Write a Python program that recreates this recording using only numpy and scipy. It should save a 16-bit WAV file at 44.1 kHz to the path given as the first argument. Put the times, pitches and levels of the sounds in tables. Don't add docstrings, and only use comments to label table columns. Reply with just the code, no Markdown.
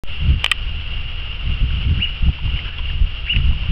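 import sys
import numpy as np
from scipy import signal
from scipy.fft import rfft, irfft, next_fast_len
from scipy.io import wavfile
from scipy.ndimage import uniform_filter1d

SR = 44100
rng = np.random.default_rng(int(sys.argv[2]) if len(sys.argv) > 2 else 0)


def waveform_to_disk(signal):
    frames = np.transpose(np.atleast_2d(signal))
    scaled = np.clip(frames, -1, 1) * 32767
    samples = np.round(scaled).astype(np.int16)
    wavfile.write(sys.argv[1], SR, samples)


def convert_level_to_amplitude(level_db):
    exponent = np.asarray(level_db, float) / 20
    return 10 ** exponent


N = 163611
T = np.arange(N) / SR


def rms_one(x):
    return x / np.sqrt(np.mean(x ** 2) + 1e-20)


def band(x, low_hz, high_hz):
    return signal.sosfilt(signal.butter(2, [low_hz, high_hz], "band", fs=SR, output="sos"), x)


def drift(rate):
    pole = np.exp(-80 * np.pi * rate / SR)
    noise = rng.standard_normal(N // 40 + 2002)
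    slow = signal.lfilter([1], [1, -2 * pole, pole * pole], noise)[2000:]
    return np.interp(np.arange(N) / 40, np.arange(len(slow)), rms_one(slow))


def ring(clicks, hz, t60):
    radius, angle = convert_level_to_amplitude(-60 / (t60 * SR)), 2 * np.pi * hz / SR
    return signal.lfilter([0, np.sin(angle)], [1, -2 * radius * np.cos(angle), radius * radius], clicks + 1e-18)


def port(x):
    # resonance in Hz, width in Hz, gain in dB.
    resonances = [(1350, 270, -12.5), (1850, 980, -18.5), (2400, 420, -10), (2817, 128, 4),
                  (3076, 250, -4.5), (3700, 1300, -26), (4800, 1000, -26.5)]
    direct_db, direct_corner_hz = -14.5, 699
    size = next_fast_len(N + 8192)
    hz = np.arange(size // 2 + 1) * SR / size + 1
    power = convert_level_to_amplitude(2 * direct_db) / (1 + (hz / direct_corner_hz) ** 4) / (1 + (100 / hz) ** 2)
    for top_hz, width_hz, db in resonances:
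        power = power + convert_level_to_amplitude(2 * db) / (1 + ((hz - top_hz) / width_hz) ** 2) ** 2
    cepstrum = irfft(np.log(power + 1e-12) / 2, size)
    cepstrum[1:size // 2] *= 2
    cepstrum[size // 2 + 1:] = 0
    return irfft(rfft(x, size) * np.exp(rfft(cepstrum)), size)[:N]


def foliage():
    # time in seconds, level in dB.
    breeze = [(0.1, -34), (0.13, -33), (0.24, -33), (0.27, -33.5), (0.88, -33.5), (1.37, -34), (1.82, -33),
              (3.19, -34), (3.47, -32.5), (3.71, -33.5)]
    # centre in seconds, level over the hiss in dB, half width in seconds.
    swishes = [
        (1.705, 0.5, 0.0072),
        (2.46, 3, 0.023),
        (2.577, 4, 0.038),
        (2.659, 2, .03),
        (2.787, 2.5, 0.0078),
        (2.9, 2.5, 0.011),
        (3.364, 10, .003),
        (3.371, 4, .003),
        (3.52, -0.5, .02),
    ]
    hiss_db, patchy_db, rustles_per_s, rustle_db = 0.5, 1.1, 470, -10.5
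    struck = rng.random(N) < rustles_per_s * convert_level_to_amplitude(3 * drift(25)) / SR
    strength = convert_level_to_amplitude(1.2 * np.minimum(rng.exponential(1, N), 4))
    grains = struck * strength * rng.choice([-1, 1], N)
    air = rng.standard_normal(N) + convert_level_to_amplitude(rustle_db) * rms_one(grains)
    swell_db = sum(db * np.exp(-((T - s) / width) ** 2) for s, db, width in swishes)
    flicker_db = patchy_db * drift(12)
    breeze_db = np.interp(T, *np.transpose(breeze))
    return port(air * convert_level_to_amplitude(swell_db + flicker_db + breeze_db)) * convert_level_to_amplitude(hiss_db) / np.std(port(air))


def bird():
    chirp_tops = [
        2.039,
        3.29,
        3.319,
        2.672,
        2.735,
    ]
    chirp_levels = [-17, -28, -16.5, -24, -28.5]
    # top pitch in Hz, rise in seconds, fall in seconds, foot pitch as a share of the top.
    chirp_shapes = [(2930, .051, .023, .42), (2880, .03, .012, .6), (2940, .055, .021, .42),
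                    (1720, .025, .03, .75), (1780, .025, .015, .8)]
    rise_bend, fall_bend = 2.2, 2.8
    foot_lift_db, fall_lift_db, after_top_db, flutter_db = -2, 4, -4, 2.0
    dip_lead_s, dip_s = .006, .004
    near_echo_s, near_echo_db = .012, -7
    tree_echo_db, tree_t60_s = -6, .3
    song = np.zeros(N)
    for s, db, (top_hz, rise, fall, foot) in zip(chirp_tops, chirp_levels, chirp_shapes):
        rising = T < s
        inside = np.clip(np.where(rising, (s - T) / rise, (T - s) / fall), 0, 1)
        sag = inside ** np.where(rising, rise_bend, fall_bend)
        lift_db = np.where(rising, foot_lift_db, fall_lift_db) * np.sqrt(sag)
        dip_db = after_top_db * np.clip((T - s + dip_lead_s) / dip_s, 0, 1)
        level = convert_level_to_amplitude(db + lift_db + dip_db + flutter_db * drift(60))
        edges = np.clip(8 * (1 - inside), 0, 1)
        pitch_hz = top_hz * (1 - (1 - foot) * sag)
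        song += level * edges * np.sin(2 * np.pi * np.cumsum(pitch_hz) / SR)
    lag = T[:SR // 2]
    trees = rng.standard_normal(len(lag)) * convert_level_to_amplitude(-60 * lag / tree_t60_s) * (lag > .015)
    ground = convert_level_to_amplitude(near_echo_db) * np.roll(song, int(near_echo_s * SR))
    scattered = signal.fftconvolve(song, trees / np.linalg.norm(trees))[:N]
    return port(song + ground + convert_level_to_amplitude(tree_echo_db) * scattered)


def grass():
    # start in seconds, level in dB, pitch in Hz, 60 dB decay time in seconds.
    stem_ticks = [(1.705, -28, 1520, 0.018), (1.71, -34.5, 2786, 0.06), (1.748, -21, 3020, 0.013),
                  (2.386, -32, 970, 0.032), (2.477, -27.5, 970, 0.013), (2.56, -31, 2255, 0.034),
                  (2.573, -19, 2997, 0.028), (2.59, -18, 2140, 0.01), (2.593, -29.5, 2975, 0.019),
                  (2.68, -35, 990, 0.034), (2.783, -22.5, 3260, 0.016), (2.79, -34, 1000, .05),
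                  (2.898, -29, 1800, .02), (3.401, -39.5, 1345, 0.057), (3.51, -31, 800, 0.016),
                  (3.53, -34, 1016, 0.037), (3.634, -36, 980, 0.065), (.591, -30, 2570, .03),
                  (1.814, -31, 2780, 0.016), (2.959, -27, 3030, .03), (2.285, -27, 780, .02),
                  (.06, -37, 565, 0.15), (3.3609, -5, 2670, 0.0066), (3.365, -20, 2070, .015)]
    out, touch = np.zeros(N), np.hanning(90)
    for s, db, hz, t60 in stem_ticks:
        i = int(s * SR)
        rub = np.cos(2 * np.pi * hz * T[:90]) + .5 * rng.standard_normal(90)
        clicks = np.r_[touch * rub / 22, np.zeros(3000)]
        out[i:i + 3090] += convert_level_to_amplitude(db) * ring(clicks, hz, t60)[:N - i]
    return out


def wind():
    # centre in seconds, level in dB, half width in seconds, speed from 0 to 1.
    gusts = [(.08, -42, 0.043, .1), (.3, -11, 0.049, 0.65), (.67, -20.5, 0.07, 0.26),
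             (.8, -29.5, 0.026, 0.87), (.95, -23, 0.068, 0.22), (1.15, -26, 0.21, 0.23),
             (1.5, -16, 0.045, 0.57), (1.63, -13, 0.019, 0.44), (1.75, -18.5, 0.062, 0.57),
             (1.9, -18, 0.051, 1), (1.99, -17, 0.02, 1), (2.1, -23.5, .04, .2), (2.23, -10, 0.01, 0.15),
             (2.28, -7.5, 0.016, 0.71), (2.46, -15, 0.024, 0.52), (2.545, -12.5, 0.015, 0.47),
             (2.65, -22, 0.019, 0.3), (2.8, -23, 0.048, 0.06), (2.97, -19, 0.089, 0.31),
             (3.03, -7.5, 0.013, 0.22), (3.2, -28, 0.12, 0.04), (3.38, -12.5, 0.03, 0.69),
             (3.49, -10, 0.049, 0.32), (3.63, -21, 0.033, 0.41), (3.7, -13.5, 0.011, 0.66)]
    # low edge in Hz, high edge in Hz, level at middle speed in dB, gain in dB per unit of speed.
    eddy_sizes = [(13.02, 36, -4.5, -10.5), (41.1, 85, -3, 7.5), (85.1, 156, -11.5, 17.5),
                  (148, 250, -24, 22), (244, 420, -36.5, 12)]
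    calm_db, calm_speed = -30.5, 0.39
    evenness = .75
    flutter_per_s, flutter_db = 14, 1.5
    diaphragm_limit = .62
    power = np.full(N, convert_level_to_amplitude(2 * calm_db))
    weighted_speed = power * calm_speed
    for s, db, width, fast in gusts:
        bell = convert_level_to_amplitude(2 * db) * np.exp(-((T - s) / width) ** 2)
        power = power + bell
        weighted_speed = weighted_speed + bell * fast
    speed = weighted_speed / power
    pressure, flutter = 0, drift(flutter_per_s)
    for low_hz, high_hz, db, per_speed_db in eddy_sizes:
        noise = rng.standard_normal(N + SR)
        eddy = band(band(noise, low_hz, high_hz), low_hz, high_hz)[SR:]
        swell = np.sqrt(uniform_filter1d(eddy ** 2, int(SR / low_hz)) + 1e-20)
        level_db = db + per_speed_db * (speed - .5) + flutter_db * flutter * (low_hz > 30)
        pressure = pressure + convert_level_to_amplitude(level_db) * rms_one(eddy / swell ** evenness)
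    return diaphragm_limit * np.tanh(1.07 * np.sqrt(power) * pressure / diaphragm_limit)


def snaps():
    snap_starts = [
        .4419,
        .4432,
        .4452,
        .4619,
        .5141,
        .5160,
        .5184,
        .5206,
    ]
    # level in dB, contact length in seconds, tilt in dB per octave.
    contacts = [(-1, 0.0018, -3.5), (3, 0.0014, 6), (-8.5, 0.0019, 0.5), (1, 0.00051, 4.5), (2, .0016, 5),
                (1, 0.0019, 0), (-1, 0.0018, 2.5), (-11.5, 0.0018, 4)]
    # mode in Hz, level in dB, 60 dB decay time in seconds.
    modes = [(800, -26, 0.0055), (1182, -17, 0.013), (1931, -12.5, 0.014), (2510, -8, 0.011),
             (2956, -6, 0.0071), (3433, -13.5, 0.002), (4900, -27.5, 0.0013)]
    spread_db = 1.5
    out, age = np.zeros(N), T[:3000]
    for s, (db, length, tilt_db) in zip(snap_starts, contacts):
        i = int(s * SR)
        contact = np.sin(np.pi * np.clip(age / length, 0, 1))
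        for (hz, mode_db, t60), (turn, luck) in zip(modes, rng.standard_normal((len(modes), 2))):
            rung = ring(contact * np.cos(2 * np.pi * hz * age + 3 * turn), hz, t60)
            level_db = db + mode_db + tilt_db * np.log2(hz / 2700) + spread_db * luck
            out[i:i + 3000] += convert_level_to_amplitude(level_db) * rung / np.abs(rung).max()
    return out


def scene():
    return (foliage() + bird() + grass() + wind() + snaps())[None]


def band_limit(x):
    return signal.sosfilt(signal.butter(12, 16600, fs=SR, output="sos"), x)


def record(dry):
    cutoff_hz, roll_hz = 6390, 5540
    start_s, fade_s, fade_from_db = .03628, .048, -15
    offset, offset_start, settle_s = -.013, -.11, .15
    clip_level = .725
    x = signal.sosfilt(signal.cheby2(16, 70, cutoff_hz, fs=SR, output="sos"), dry)
    x = signal.sosfilt(signal.butter(3, roll_hz, fs=SR, output="sos"), x)
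    age = T - start_s
    fade = convert_level_to_amplitude(fade_from_db * np.clip(1 - age / fade_s, 0, 1))
    bias = offset + (offset_start - offset) * np.exp(-(age / settle_s) ** 2)
    mix = np.clip(x * fade + bias, -clip_level, clip_level) * (age > 0)
    return band_limit(mix)


dry = scene()
out = record(dry)
waveform_to_disk(out)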